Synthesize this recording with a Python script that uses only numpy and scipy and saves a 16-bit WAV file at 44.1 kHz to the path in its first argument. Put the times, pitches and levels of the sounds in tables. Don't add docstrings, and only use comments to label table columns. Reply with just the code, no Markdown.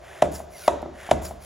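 import sys
import numpy as np
from scipy import signal
from scipy.fft import rfft, irfft
from scipy.io import wavfile
from scipy.ndimage import map_coordinates

SR = 44100
rng = np.random.default_rng(int(sys.argv[2]) if len(sys.argv) > 2 else 0)


def bounce(signal):
    frames = np.transpose(np.atleast_2d(signal))
    limited = np.clip(frames, -1, 1)
    pcm = np.round(limited * 32767).astype(np.int16)
    wavfile.write(sys.argv[1], SR, pcm)


N = 63945

# start_s, tank_db, pitch_factor, upper_tones_db, crack_db, crack_hold_s, thump_db, boom_db
KNOCKS = [(0.2206, 1.5, 1.025, -2, -23.5, 0.0036, -19.5, -33.5),
          (0.678, 1, 1.02, 4.5, -19.5, 0.0012, -29, -37),
          (1.1109, 1, 1.036, -0.5, -21.5, .0035, -18, -28.5)]
# pitch_hz, level_db, fade_s (time to fall by 60 dB)
TANK_TONES = [(453.6, -16.5, 0.035), (614.8, -1, 0.033), (674.6, -2.5, 0.028), (779, -14, 0.016),
              (941.7, -9.5, 0.03), (1034, -14.5, 0.023), (1302, -26.5, 0.042), (1940, -25.5, 0.027),
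              (2580, -39, 0.024), (3440, -42, 0.022), (3816, -30, 0.021)]
# pitch_hz, level_db, fade_s
BASE_TONES = [(151.2, -4.5, 0.065), (191.7, 2.5, 0.041), (251.7, -4.5, 0.037), (358.4, -2, 0.061)]
# frequency_hz, likeness (1 = the same)
ROOM_LIKENESS = [(50, 1), (150, 1), (300, 0.74), (650, 0.21), (1300, 0.77), (2500, 1), (16000, 1)]
TANK_RISE_S, BASE_RISE_S = 0.0014, 0.0017


def amp(db):
    return 10 ** (np.asarray(db) / 20)


def unit(x):
    return x / np.sqrt(np.mean(x ** 2) + 1e-20)


def read(points, hz):
    row_hz, value = np.transpose(points)
    return np.interp(np.log(hz + 1), np.log(row_hz + 1), value)


def bins(x):
    return np.fft.rfftfreq(x.shape[-1], 1 / SR)


def add(mix, start_s, sound):
    part = mix[max(round(start_s * SR), 0):][:len(sound)]
    part += sound[:len(part)]


def colour(x, points):
    return irfft(rfft(x) * amp(read(points, bins(x))), x.shape[-1])


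def pair(x, likeness):
    alike = np.clip(read(likeness, bins(x)), -1, 1)
    mid, side = rfft(x) * np.sqrt([(1 + alike) / 2, (1 - alike) / 2])
    return irfft(np.array([mid + side, mid - side]), x.shape[-1])


def ring(tones, rise_s, pitch=1, upper_db=0, upper_hz=830):
    t = np.arange(SR) / SR
    ringing = sum(amp(db + upper_db * (hz > upper_hz) - 60 * t / fade_s)
                  * np.sin(2 * np.pi * hz * pitch * t) for hz, db, fade_s in tones)
    return ringing * (1 - np.exp(-(t / rise_s) ** 2))


def air(spectrum, flutter_db=1.93):
    flutter = unit(colour(rng.standard_normal(N), [(120, 0), (1200, -60)]))
    hiss = pair(rng.standard_normal((2, N)), [(1, 1)])
    return unit(colour(hiss, spectrum) * amp(flutter_db * flutter))


def stroke(start_s, end_s, db, rise_s, swell_db_per_s, stop_s=0.0025):
    t = np.arange(N) / SR
    rise = np.clip((t - start_s) / rise_s, 0, 1)
    swell = amp(db + swell_db_per_s * np.minimum(t - end_s, 0))
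    return rise * swell * np.exp(-np.maximum(t - end_s, 0) / stop_s)


def background(level_db=-45.5):
    # frequency_hz, level_db
    spectrum = [(20, -19), (45, 1), (70, 11.5), (110, -2), (200, -5), (280, -12.5), (370, 2), (480, -4.5),
                (630, 8.5), (850, -5.5), (1300, -11.5), (3000, -23), (7000, -26), (11000, -39),
                (16000, -52)]
    return amp(level_db) * unit(colour(pair(rng.standard_normal((2, N)), ROOM_LIKENESS), spectrum))


def garage(x, car_db=-9.5, car_fade_s=0.095, delay_s=0.0055, build_s=0.0079):
    # frequency_hz, fade_s
    fade_times = [(60, 0.87), (200, 0.38), (400, 0.41), (700, 0.56), (1500, 0.69), (4000, 0.8), (9000, 0.2),
                  (16000, 0.6)]
    # frequency_hz, level_db
    spectrum = [(60, 4), (180, 1), (350, 4), (620, -8.5), (1000, -11), (1400, -6.5), (2000, -11),
                (3000, -12), (5000, -11), (8000, -4), (16000, -15)]
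    t = np.arange(SR) / SR
    hz, frame_s, bands = signal.stft(rng.standard_normal((2, SR)), SR, nperseg=256)
    fade = amp(-60 * frame_s / read(fade_times, hz)[:, None])
    fade /= np.sqrt(SR * np.mean(fade ** 2, axis=1, keepdims=True))
    tail = colour(signal.istft(bands * fade, SR, nperseg=256)[1][:, :SR], spectrum)
    scatter = unit(rng.standard_normal((2, SR)) * amp(-60 * t / car_fade_s)) / np.sqrt(SR)
    echo = pair(tail + amp(car_db) * scatter, ROOM_LIKENESS) * np.clip((t - delay_s) / build_s, 0, 1)
    return signal.fftconvolve(x[None], echo, axes=1)[:, :N]


def room_boom():
    # pitch_hz, level_db, fade_s
    room_tones = [(50.5, -9, 0.97), (72.45, 1, 1), (88.8, -4.5, 0.58), (184, -5.5, 0.59), (357, -8, 0.57),
                  (463.3, -21, 0.92)]
    out = np.zeros(N)
    for start_s, *_, boom_db in KNOCKS:
        add(out, start_s, amp(boom_db) * ring(room_tones, rise_s=0.014))
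    return out


def whistles(level_db=-45):
    # start_s, end_s, from_hz, to_hz, width_hz, relative_db
    glides = [(.53, .572, 2300, 1950, 50, -7), (.575, .675, 1700, 1220, 70, -9),
              (.545, .635, 4850, 4000, 90, -12), (.62, .685, 2570, 2030, 40, -5),
              (.635, .685, 4800, 4400, 90, -13), (.505, .68, 5880, 5750, 200, -13),
              (.338, .378, 6000, 4500, 900, -1), (1.24, 1.28, 5900, 4400, 900, -1)]
    out = np.zeros(N)
    for start_s, end_s, from_hz, to_hz, width_hz, relative_db in glides:
        progress = np.clip((np.arange(N) / SR - start_s) / (end_s - start_s), 0, 1)
        phase = 2 * np.pi * np.cumsum(from_hz + (to_hz - from_hz) * progress) / SR
        narrow = 1 / (1 + (2 * bins(out) / width_hz) ** 2)
        wobble_a, wobble_b = irfft(rfft(rng.standard_normal((2, N))) * narrow, N)
        whistle = unit(wobble_a * np.cos(phase) + wobble_b * np.sin(phase))
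        out += amp(level_db + relative_db) * whistle * np.sin(np.pi * progress)
    return out


def valve_puffs(open_s=0.009, rise_db_per_s=253, fall_db_per_s=263):
    # start_s, peak_s, level_db
    puffs = [(0.31, 0.355, -36.5), (1.213, 1.259, -36)]
    # frequency_hz, level_db
    spectrum = [(800, 5), (3500, -7.5), (5300, -3.5), (6300, -1), (7300, 5), (9000, -2), (10100, 2.5),
                (12500, -7), (16000, -3)]
    t, level = np.arange(N) / SR, np.zeros(N)
    for start_s, peak_s, db in puffs:
        opening = np.clip((t - start_s) / open_s, 0, 1)
        swell_db = np.minimum(rise_db_per_s * (t - peak_s), fall_db_per_s * (peak_s - t))
        level += opening * amp(db + swell_db)
    return air(spectrum) * level


def intake_hiss(column_hz=1323, growth_per_s=4.8, echo_gain=0.25):
    # start_s, end_s, level_db, rise_s, swell_db_per_s
    pulls = [(0.491, 0.677, -42, 0.086, 32), (1.393, 1.56, -41, 0.065, 28)]
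    # frequency_hz, level_db
    spectrum = [(300, -29), (1300, 0), (2200, 1), (3500, -2.5), (5800, -1.5), (6800, -2), (8000, -2.5),
                (9200, 0.5), (10600, 4), (12500, -9), (16000, -3)]
    n, out = np.arange(N), np.zeros((2, N))
    for pull in pulls:
        trip_samples = SR / column_hz * (1 + growth_per_s * np.maximum(n / SR - pull[0], 0))
        echoes = [sum(echo_gain ** k * map_coordinates(side, [n - k * trip_samples], mode="wrap")
                      for k in range(5)) for side in air(spectrum)]
        out += unit(np.array(echoes)) * stroke(*pull)
    return out


def piston_rub():
    # start_s, end_s, level_db, rise_s, swell_db_per_s
    pushes = [(-0.012, 0.259, -46.5, 0.1, 5.5), (0.926, 1.111, -43.5, 0.093, 5)]
    # frequency_hz, level_db
    spectrum = [(200, -17), (700, -0.5), (1200, -3), (1750, 4.5), (2400, -3), (3400, -6.5), (4300, -16.5),
                (7500, -12.5), (10000, -13), (11500, -22), (16000, -25)]
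    return air(spectrum) * sum(stroke(*push) for push in pushes)


def handle_taps(tick_lead_s=0.011, tick_s=0.003):
    # start_s, tank_db, pitch_factor, thump_db, thump_pitch_factor, tick_db
    taps = [(.401, -24, 1.13, -39.5, 1.0, -64), (.827, -19.5, 1.09, -25.5, 1.72, -44),
            (.858, -22.5, 1.065, -33.5, 1.02, -69), (1.0890, -19.5, 1.165, -33, 1.2, -56),
            (1.309, -23, 1.1, -34.5, 1.0, -62)]
    # frequency_hz, level_db
    spectrum = [(1000, -4), (8000, 1), (11000, -5), (16000, -14)]
    out, t = np.zeros(N), np.arange(2048) / SR
    for start_s, tank_db, pitch, thump_db, thump_pitch, tick_db in taps:
        add(out, start_s, amp(tank_db) * ring(TANK_TONES, TANK_RISE_S, pitch))
        add(out, start_s, amp(thump_db) * ring(BASE_TONES, BASE_RISE_S, thump_pitch))
        noise = unit(colour(rng.standard_normal(len(t)), spectrum))
        add(out, start_s - tick_lead_s, amp(tick_db) * t / tick_s * np.exp(-t / tick_s) * noise)
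    return out


def piston_knocks(rise_s=0.00044, fall_s=0.0042, tank_lag_s=0.0006):
    # frequency_hz, level_db
    spectrum = [(300, -6), (1200, 4), (2800, -0.5), (3600, 0.5), (4500, -10), (6000, -7), (8500, -6.5),
                (11000, -15.5), (16000, -32)]
    body, cracks, room_clicks = np.zeros((3, N))
    t = np.arange(2048) / SR
    click = unit(colour(signal.unit_impulse(len(t), "mid"), spectrum))
    for start_s, tank_db, pitch, upper_db, crack_db, hold_s, thump_db, _ in KNOCKS:
        level = amp(crack_db) * np.minimum(t / rise_s, 1) * np.exp(-np.maximum(t - hold_s, 0) / fall_s)
        add(cracks, start_s, level * unit(colour(rng.standard_normal(len(t)), spectrum)))
        add(room_clicks, start_s + hold_s - t[-1] / 2, click * np.sqrt(np.mean(level ** 2)))
        note = amp(tank_db) * ring(TANK_TONES, TANK_RISE_S, pitch, upper_db)
        thump = amp(thump_db) * ring(BASE_TONES, BASE_RISE_S)
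        add(body, start_s + tank_lag_s + hold_s / 2, note + thump)
    return body + cracks, body + room_clicks


def scene(hiss_to_room_db=-7.5, pan_db=0.2):
    knocks, knocks_to_room = piston_knocks()
    taps = handle_taps()
    hiss = piston_rub() + intake_hiss() + valve_puffs() + whistles()
    to_room = knocks_to_room + taps + amp(hiss_to_room_db) * hiss.mean(0)
    nearest_knock = np.argmin([abs(np.arange(N) / SR - start_s) for start_s, *_ in KNOCKS], axis=0)
    echo = sum(garage(to_room * (nearest_knock == k)) for k in range(len(KNOCKS)))
    hits = (knocks + taps) * amp([[pan_db], [-pan_db]])
    return hits + hiss + room_boom() + echo + background()


def record(dry, ceiling=0.97, cutoff_hz=15900):
    # frequency_hz, lead_radians
    left_lead = [(20, 0.5), (6700, -0.5), (7400, 1.38), (7800, 2), (8700, 4), (9400, 0.91), (10700, 0.52),
                 (13000, 0.6), (14000, -1.4), (16000, -2)]
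    turn = np.exp(0.5j * read(left_lead, bins(dry)) * np.array([[1], [-1]]))
    shifted = irfft(rfft(dry) * turn, N)
    rounded = shifted / (1 + (shifted / ceiling) ** 8) ** (1 / 8)
    low_pass = signal.firwin(511, cutoff_hz, window=("kaiser", 9), fs=SR)
    return signal.oaconvolve(rounded, low_pass[None], "same")


dry = scene()
out = record(dry)
bounce(out)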